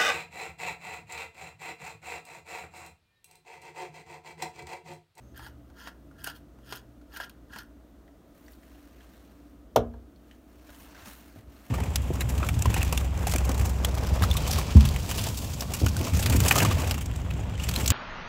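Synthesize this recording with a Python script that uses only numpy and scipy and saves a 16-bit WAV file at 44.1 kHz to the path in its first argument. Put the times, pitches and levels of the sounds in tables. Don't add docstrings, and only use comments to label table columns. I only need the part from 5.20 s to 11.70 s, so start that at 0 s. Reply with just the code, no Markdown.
import sys
import numpy as np
from scipy import signal
from scipy.fft import rfft, irfft
from scipy.io import wavfile
from scipy.ndimage import uniform_filter1d

SR = 44100
rng = np.random.default_rng(int(sys.argv[2]) if len(sys.argv) > 2 else 0)


def int16_out(signal):
    q = np.round(np.clip(np.atleast_2d(signal).T, -1, 1) * 32767)
    wavfile.write(sys.argv[1], SR, q.astype(np.int16))


N = 286650


# hz, density_db
AIR_SPECTRUM = [(18, -51), (30, -19), (43, -9), (64, -7), (82, -11), (114, -16.5), (151, -17), (251, -10.5),
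                (284, -6.5), (419, -20.5), (661, -20), (816, -29), (1350, -30), (2000, -38.5), (2600, -80)]
# hz, density_db
HISS_SPECTRUM = [(1200, -28), (2000, -2.5), (3600, -3.5), (5000, -8), (6200, -6.5), (7600, -10),
                 (9000, -8.5), (10500, -13), (12500, -8), (15900, -9)]
AIR_DB, HISS_DB = -56, -72.5
# hz, width_hz, level_db
FAN_LINES = [(49, 5, -65), (185, 20, -70), (291, 4, -64), (447, 15, -77), (650, 30, -73), (1244, 20, -82)]
# start_s, end_s, first_hz, last_hz, level_db
DRONES = [(-.1, 0.573, 72, 73.2, -56), (-.1, 0.544, 122, 120.2, -57.5), (0.716, 1.347, 92, 93.1, -62.5),
          (0.737, 1.35, 145, 151.2, -61), (1.33, 1.806, 128, 118.4, -57.5), (2.05, 2.547, 119, 118, -65)]
MAINS_HZ, MAINS_DB = 59.9, -57.5
DIP_START_S, DIP_END_S, DIP_DB, DIP_EDGE_S = 2.91, 3.2, -12, 0.08
# start_s, end_s, hz, width_hz, level_db
WHISTLE = (0, .16, 6350, 120, -78)
# hz, t60_s
KITCHEN_T60 = [(100, 0.84), (500, 0.28), (1500, 0.25), (4000, 0.15), (15000, 0.09)]
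SMALL_ECHO_DB, LANDING_ECHO_DB = -12.5, -14

# time_s, level_db, bright_db
RUSTLES = [
    [(3.0, -97, 0), (3.17, -72, 3), (3.23, -72, 0), (3.33, -69, 4.5), (3.38, -74, 0), (3.45, -69.5, 1),
     (3.75, -70, -3), (3.82, -68.5, -3), (3.9, -69.5, -2), (4.3, -76, -2), (4.5, -94, 2)],
    [(4.85, -99, 6), (5.08, -75, 0), (5.13, -70.5, -3), (5.2, -81.5, 3), (5.46, -66.5, -3), (5.5, -63, 0),
     (5.62, -62.5, 3), (5.73, -61.5, -6), (5.8, -56, -7), (5.84, -59, -3), (5.87, -51.5, -1),
     (5.92, -58, 4), (6.08, -66.5, -1.5), (6.18, -68, 0), (6.28, -80, 0), (6.33, -65.5, -1.5),
     (6.5, -65, 0.5)],
]
# hz, density_db
CLOTH_SPECTRUM = [(1290, -12), (2200, -4), (2740, -1), (3490, -5.5), (4270, -4), (4990, -9.5), (5440, -5.5),
                  (7000, -11.5), (9100, -25), (15400, -120)]
# hz, density_db
CLOTH_LOW_SPECTRUM = [(300, -44), (600, 2), (1000, 0.5), (1650, 0), (2200, -11), (2800, -45)]
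# hz, density_db
CLOTH_HIGH_SPECTRUM = [(4120, -55), (7000, -7), (7580, -8.5), (8660, -2), (10400, -3), (15200, 3),
                       (15900, -5)]
DULL_DB, DULL_DB_PER_BRIGHT_DB = -1.5, -0.34

# start_s, level_db, hz
KNOCKS = [(2.354, -47.5, 208), (2.878, -59, 700), (2.878, -61, 1900), (3.262, -63, 4500),
          (3.282, -52, 1920), (3.281, -59, 5860), (3.32, -55, 12800), (3.334, -60.5, 4550),
          (3.432, -55, 1700), (3.805, -58, 1700), (3.808, -61, 3200), (4.738, -59, 1600), (4.96, -64, 4340),
          (5.112, -52.5, 3070), (5.111, -57, 1870), (5.49, -46, 602), (5.493, -48, 49),
          (5.493, -48.5, 1460), (5.748, -47, 1530), (5.801, -46.5, 76), (5.861, -54, 2600),
          (5.865, -41, 220), (5.868, -47, 632), (6.155, -44, 206), (6.157, -41, 79), (6.16, -51, 664),
          (6.18, -47.5, 110), (6.265, -45, 74), (6.363, -56, 1390)]
KNOCK_T60_S, KNOCK_T60_CYCLES = 0.032, 16.3
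CLICK_DB, CLICK_T60_S = -12, 0.012

# start_s, level_db
BLOWS = [(4.5595, -21.5), (4.737, -51)]
COUNTER_HZ = [51, 63, 88, 104, 114, 140, 178, 234.6, 256, 296.7, 379, 413, 452, 513, 575, 626, 676, 724,
              821, 920, 980, 1131, 1211, 1380, 1650, 1884, 2650, 2950, 3350, 4264]
# level_db (relative to the blow), t60_s
COUNTER_MODES = [(-5.5, 0.4), (-12.5, 0.99), (-10.5, 0.65), (-8, 0.13), (5, 0.15), (-23.5, 0.68),
                 (-12, 0.3), (-7.5, 0.65), (-9.5, 0.27), (-7.5, 0.28), (-14, 0.3), (-2, 0.24), (-3, 0.22),
                 (-3.5, 0.16), (-2, 0.093), (-20, 0.24), (-3, 0.24), (-4, 0.17), (-3.5, 0.087), (-5, 0.11),
                 (1, 0.051), (-17, 0.18), (-23, 0.17), (-15, 0.15), (-31, 0.32), (-29, .12), (-23, 0.041),
                 (-33, .05), (-22, 0.063), (-22, 0.082)]
# hz, density_db
CRACK_SPECTRUM = [(760, -15), (1300, 4), (1750, -11.5), (2500, -9), (3300, -6.5), (4870, -14.5),
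                  (5700, -12), (8750, -19), (9720, -15), (11300, -20), (14900, -11), (15900, -38)]
CRACK_S, CRACK_DB = 4.5606, -21
# centre_s, level_db, hz
BASE_FLEXES = [(4.562, -5.5, 630), (4.5655, -17.5, 980), (4.5755, -14, 553), (4.582, -18, 636),
               (4.593, -17.5, 510)]
FLEX_SIGMA_S = 0.0012

# start_s, ring_db, ring_hz, low_db, grit_db, fine_db
# (last three relative to 6 dB below ring_db)
TICKS = [(0.144, -52, 1700, -5, -9, -15), (0.1757, -41, 1570, -15, -3, 6), (0.193, -43, 1360, 5, -16, -18),
         (0.264, -39, 1460, 0, -5, -16), (0.4997, -52.5, 1460, 3, -25, -17),
         (0.594, -52, 1470, -24, -9, -16), (0.6719, -35.5, 1445, 4.5, -5, -29),
         (0.9116, -50, 1430, -3, -30, -19), (1.0382, -49, 1640, -6, 2, 15),
         (1.0424, -33.5, 1570, -9, 3.5, 15.5), (1.0637, -33, 1570, -11, -13, -3),
         (1.072, -27.5, 1510, 0, -0.5, 0), (1.151, -57, 1560, -11, 5, -2), (1.1613, -49.5, 1370, -2, 1, 7),
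         (1.3862, -54, 1390, 4, -17, -19), (1.462, -53, 1520, -10, 1, 5), (1.51, -45, 1570, -8, 2, 6),
         (1.5236, -33, 1444, 8, 4, -1), (1.5484, -46, 1457, -14, -8, -4), (1.5585, -42.5, 1500, -4, -4, 11),
         (1.5717, -49, 1440, -14, 3, 10), (1.8127, -56, 1410, 1, -2.5, -18),
         (1.937, -48, 1650, 7, -15, -16), (1.9621, -32, 1580, -21, -9, -10),
         (1.9706, -37.5, 1510, -4, 1, 9.5), (2.0004, -23.5, 1644, -4.5, -27, -27),
         (2.0091, -31, 1384, -19, -10, -12), (2.0342, -40.5, 1370, 0, 3, -13),
         (2.0427, -44, 1650, -15, -6, -11), (2.0953, -48.5, 1520, -17, 6, 12.5),
         (2.304, -52, 1630, -6, -7, -15), (2.3333, -38, 1670, -4, -5, -6),
         (2.36, -36.5, 1340, 6.5, -21, -12), (2.386, -35, 1450, -13, 0, 4), (2.432, -59, 1500, -15, -2, 14)]
TICK_T60_S, TICK_RISE_S = 0.045, 0.0013
# full_s, stop_s, flow_db, rise_db_per_s, ring_db, fine_db
SHAKES = [(0.167, 0.276, -58, 800, 5.5, -3), (0.594, 0.689, -56, 450, 5, -6.5),
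          (1.002, 1.047, -62, 350, 4.5, -4), (1.068, 1.099, -47.5, 900, 4, -4),
          (1.15, 1.174, -67, 900, -10, 2), (1.512, 1.571, -52, 255, 0, -4),
          (1.947, 1.98, -53.5, 453, 5, -4.5), (2.003, 2.043, -51, 1500, 2.5, -6),
          (2.333, 2.411, -55, 500, 4.5, -6.5)]
SWELL_DB_PER_S, STOP_DB_PER_S = 15, 612
STRAGGLE_DB, STRAGGLE_DB_PER_S = -26.5, 120
# hz, width_hz, level_db
JAR_MODES = [(845, 86, -24), (964, 124, 0.5), (1400, 59, 6), (1646, 206, 8.5)]
# hz, width_hz, level_db
JAR_OVERTONES = [(2910, 180, 1), (3210, 150, 2), (4690, 120, -5.5), (5180, 150, -2.5), (6720, 100, -5)]
# hz, density_db
GRIT_SPECTRUM = [(1290, -47), (2200, -17), (2400, 1), (2900, 3), (3210, 3.5), (3640, -1), (3900, -4),
                 (4230, 1), (5000, -1.5), (6840, -7.5), (8000, -33), (10400, -52), (17600, -120)]
# hz, density_db
FINE_SPECTRUM = [(4710, -18.5), (8000, -3.5), (9480, 1), (10800, -4.5), (11600, 2), (12400, -2),
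                 (14600, 2.5), (15900, -7)]

EDGE_HZ = 15850


def gain_of(db):
    return 10 ** (np.asarray(db) / 20)


def evened(x):
    return x / np.sqrt(np.mean(x ** 2) + 1e-20)


def read(points, hz):
    f, value = np.transpose(points)
    return np.interp(np.log(hz + 1), np.log(f + 1), value)


def add(mix, s, sound):
    part = mix[round(s * SR):][:len(sound)]
    part += sound[:len(part)]


def coloured(x, points):
    hz = np.fft.rfftfreq(len(x), 1 / SR)
    return evened(irfft(rfft(x) * gain_of(read(points, hz)), len(x)))


def resonate(x, hz, width_hz):
    pole = np.exp((2j * np.pi * hz - np.pi * width_hz) / SR)
    return 2 * signal.lfilter([1 - abs(pole)], [1, -pole], x).real


def ringing(drive, modes):
    total = 0
    for hz, width_hz, db in modes:
        once = resonate(drive, hz, 1.7 * width_hz)
        twice = resonate(once, hz, 1.7 * width_hz)
        total = total + gain_of(db) * twice / np.sqrt(width_hz)
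    return evened(total)


def smoothed_twice(x, size, axis=-1):
    return uniform_filter1d(uniform_filter1d(x, size=size, axis=axis), size=size, axis=axis)


def grains(count, per_s, spread_db, clump_db):
    size = gain_of(spread_db * np.minimum(rng.exponential(1, count), 5))
    clumps = evened(smoothed_twice(rng.standard_normal(count), 150))
    hits = rng.random(count) < per_s / SR
    return size * gain_of(clump_db * clumps) * rng.standard_normal(count) * hits


def patchy(x, patch_db):
    z = signal.stft(x, nperseg=256, noverlap=192)[2]
    patches = uniform_filter1d(rng.standard_normal(z.shape), size=5, axis=0)
    patches = evened(uniform_filter1d(patches, size=10, axis=1))
    varied = signal.istft(z * gain_of(patch_db * patches), nperseg=256, noverlap=192)[1]
    return evened(varied[:len(x)])


def ping(s, db, hz, t60_s, rise_s=0, rough=0.84):
    t = np.arange(round(.3 * SR)) / SR
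    noise = evened(resonate(rng.standard_normal(len(t)), hz, 0.23 * hz))
    ring = np.sin(2 * np.pi * hz * t) + rough * noise
    rise = np.minimum(t / (rise_s + 1 / hz), 1)
    return s, gain_of(db - 60 * t / np.clip(t60_s, .005, .5)) * ring * rise


def room_tone():
    hiss = gain_of(HISS_DB) * coloured(rng.standard_normal(N), HISS_SPECTRUM)
    return hiss + gain_of(AIR_DB) * coloured(rng.standard_normal(N), AIR_SPECTRUM)


def mains():
    t = np.arange(N) / SR
    dip = np.clip(np.minimum(t - DIP_START_S, DIP_END_S - t) / DIP_EDGE_S + .5, 0, 1)
    return np.sqrt(2) * gain_of(MAINS_DB + DIP_DB * dip) * np.sin(2 * np.pi * MAINS_HZ * t)


def fan():
    out = np.zeros(N)
    for hz, width_hz, db in FAN_LINES:
        out += gain_of(db) * evened(resonate(rng.standard_normal(N), hz, width_hz))
    return out


def drones():
    t = np.arange(N) / SR
    out = np.zeros(N)
    for start_s, end_s, first_hz, last_hz, db in DRONES:
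        u = np.clip((t - start_s) / (end_s - start_s), 0, 1)
        turns = np.cumsum(first_hz + (last_hz - first_hz) * u) / SR + rng.random()
        waver_db = 2.5 * np.sin(2 * np.pi * (5.5 * t + rng.random()))
        envelope = np.sqrt(2) * gain_of(db + waver_db) * np.sin(np.pi * u) ** 0.41
        out += envelope * np.sin(2 * np.pi * turns)
    return out


def whistle(start_s, end_s, hz, width_hz, db):
    count = round((end_s - start_s) * SR)
    noise = evened(resonate(rng.standard_normal(count), hz, width_hz))
    return start_s, gain_of(db) * noise * signal.windows.tukey(count, .4)


def kitchen(x):
    hz, t, z = signal.stft(rng.standard_normal(SR // 2), SR, nperseg=256)
    fall = gain_of(-60 * t / read(KITCHEN_T60, hz)[:, None])
    tail = signal.istft(z * (hz > 300)[:, None] * fall, SR, nperseg=256)[1]
    tail = np.concatenate([np.zeros(200), tail])
    return signal.oaconvolve(x, tail / np.linalg.norm(tail))[:N]


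def stroke(rows):
    s, *columns = np.transpose(rows)
    t = np.arange(s[0], s[-1], 1 / SR)
    ends = np.minimum(np.minimum(t - s[0], s[-1] + .01 - t) / .01, 1)
    return s[0], ends, [np.interp(t, s, c) for c in columns]


def rustle(rows):
    s, ends, (level_db, bright_db) = stroke(rows)
    fibres = grains(count=len(ends), per_s=15000, spread_db=0.0, clump_db=-2.0)
    drive = patchy(fibres, patch_db=1.5)
    dull_db = DULL_DB + DULL_DB_PER_BRIGHT_DB * bright_db
    dull = gain_of(dull_db) * coloured(drive, CLOTH_LOW_SPECTRUM)
    bright = gain_of(bright_db) * coloured(drive, CLOTH_HIGH_SPECTRUM)
    return s, ends * gain_of(level_db) * (coloured(drive, CLOTH_SPECTRUM) + dull + bright)


def knock(s, db, hz):
    ring = ping(s, db, hz, KNOCK_T60_S + KNOCK_T60_CYCLES / hz)[1]
    t = np.arange(len(ring)) / SR
    noise = coloured(rng.standard_normal(len(t)), CLOTH_SPECTRUM)
    click = noise * gain_of(db + CLICK_DB - 60 * t / CLICK_T60_S)
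    return s, ring + click * (hz > 500)


def blow(s, db):
    t = np.arange(SR // 2) / SR
    out = np.zeros(len(t))
    for k, (hz, (mode_db, t60_s)) in enumerate(zip(COUNTER_HZ, COUNTER_MODES)):
        envelope = gain_of(db + mode_db - 60 * t / t60_s) * (1 - np.exp(-t * hz / 1.9))
        out += (-1) ** k * envelope * np.sin(2 * np.pi * hz * t)
    return s, out


def crack():
    t = np.arange(SR // 8) / SR
    noise = coloured(rng.standard_normal(len(t)), CRACK_SPECTRUM)
    dull = signal.sosfilt(signal.butter(2, 5000., fs=SR, output="sos"), noise)
    dull_fall = gain_of(-60 * t / 0.042) + gain_of(-14 - 60 * t / .1)
    treble_fall = gain_of(1.0 - 60 * t / 0.024) + gain_of(-9.0 - 60 * t / 0.043)
    sound = dull * dull_fall + (noise - dull) * treble_fall
    return CRACK_S, gain_of(CRACK_DB) * sound * np.minimum(t / 0.0015, 1)


def base_flexes():
    out = np.zeros(N)
    for s, db, hz in BASE_FLEXES:
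        u = np.arange(N) / SR - s
        burst = gain_of(db) * np.exp(-.5 * (u / FLEX_SIGMA_S) ** 2)
        out += burst * np.sin(2 * np.pi * hz * u)
    return out


def gritty(drive):
    return evened(coloured(drive, GRIT_SPECTRUM) + 0.36 * ringing(drive, JAR_OVERTONES))


def tick(s, db, hz, low_db, grit_db, fine_db):
    t = np.arange(round(.3 * SR)) / SR
    noise = rng.standard_normal((3, len(t)))
    fall = gain_of(db - 60 * t / TICK_T60_S) * np.minimum(t / TICK_RISE_S, 1)
    low = gain_of(low_db) * evened(resonate(noise[0], 770.0, 600.0))
    grit = gain_of(grit_db) * gritty(noise[1])
    fine = gain_of(fine_db - 2900 * t) * coloured(noise[2], FINE_SPECTRUM)
    ring = ping(s, db, hz, 0.75 * TICK_T60_S, TICK_RISE_S, rough=0.14)[1]
    return s, ring + .5 * (low + grit + fine) * fall


def shake(full_s, stop_s, db, rise_db_per_s, ring_db, fine_db):
    t = np.arange(full_s - .12, stop_s + .14, 1 / SR)
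    early_s, late_s = np.maximum(full_s - t, 0), np.maximum(t - stop_s, 0)
    swell_db = SWELL_DB_PER_S * (t + early_s - late_s - stop_s)
    flow = gain_of(db - rise_db_per_s * early_s + swell_db)
    flow = flow * (gain_of(-STOP_DB_PER_S * late_s) + gain_of(STRAGGLE_DB - STRAGGLE_DB_PER_S * late_s))
    drive = patchy(grains(count=len(t), per_s=8000, spread_db=2.5, clump_db=1.0), patch_db=3.0)
    ring = gain_of(ring_db) * ringing(drive, JAR_MODES)
    fine = gain_of(fine_db) * coloured(drive, FINE_SPECTRUM)
    return t[0], signal.windows.tukey(len(t), .15) * flow * (gritty(drive) + ring + fine)


def scene():
    background = room_tone() + mains() + fan() + drones()
    near, counter, landing = np.zeros(N), np.zeros(N), base_flexes()
    add(near, *whistle(*WHISTLE))
    for rows in RUSTLES:
        add(near, *rustle(rows))
    for play, table in ((knock, KNOCKS), (tick, TICKS), (shake, SHAKES)):
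        for row in table:
            add(near, *play(*row))
    for row in BLOWS:
        add(counter, *blow(*row))
    add(landing, *crack())
    echo = kitchen(gain_of(SMALL_ECHO_DB) * near + gain_of(LANDING_ECHO_DB) * landing)
    return (background + near + counter + landing + echo)[None]


def record(dry):
    thin = signal.sosfilt(signal.butter(4, 40., "high", fs=SR, output="sos"), dry)
    band = signal.firwin(511, EDGE_HZ, window=("kaiser", 9), fs=SR)
    return signal.oaconvolve(thin, band[None], "same")


dry = scene()
out = record(dry)
int16_out(out)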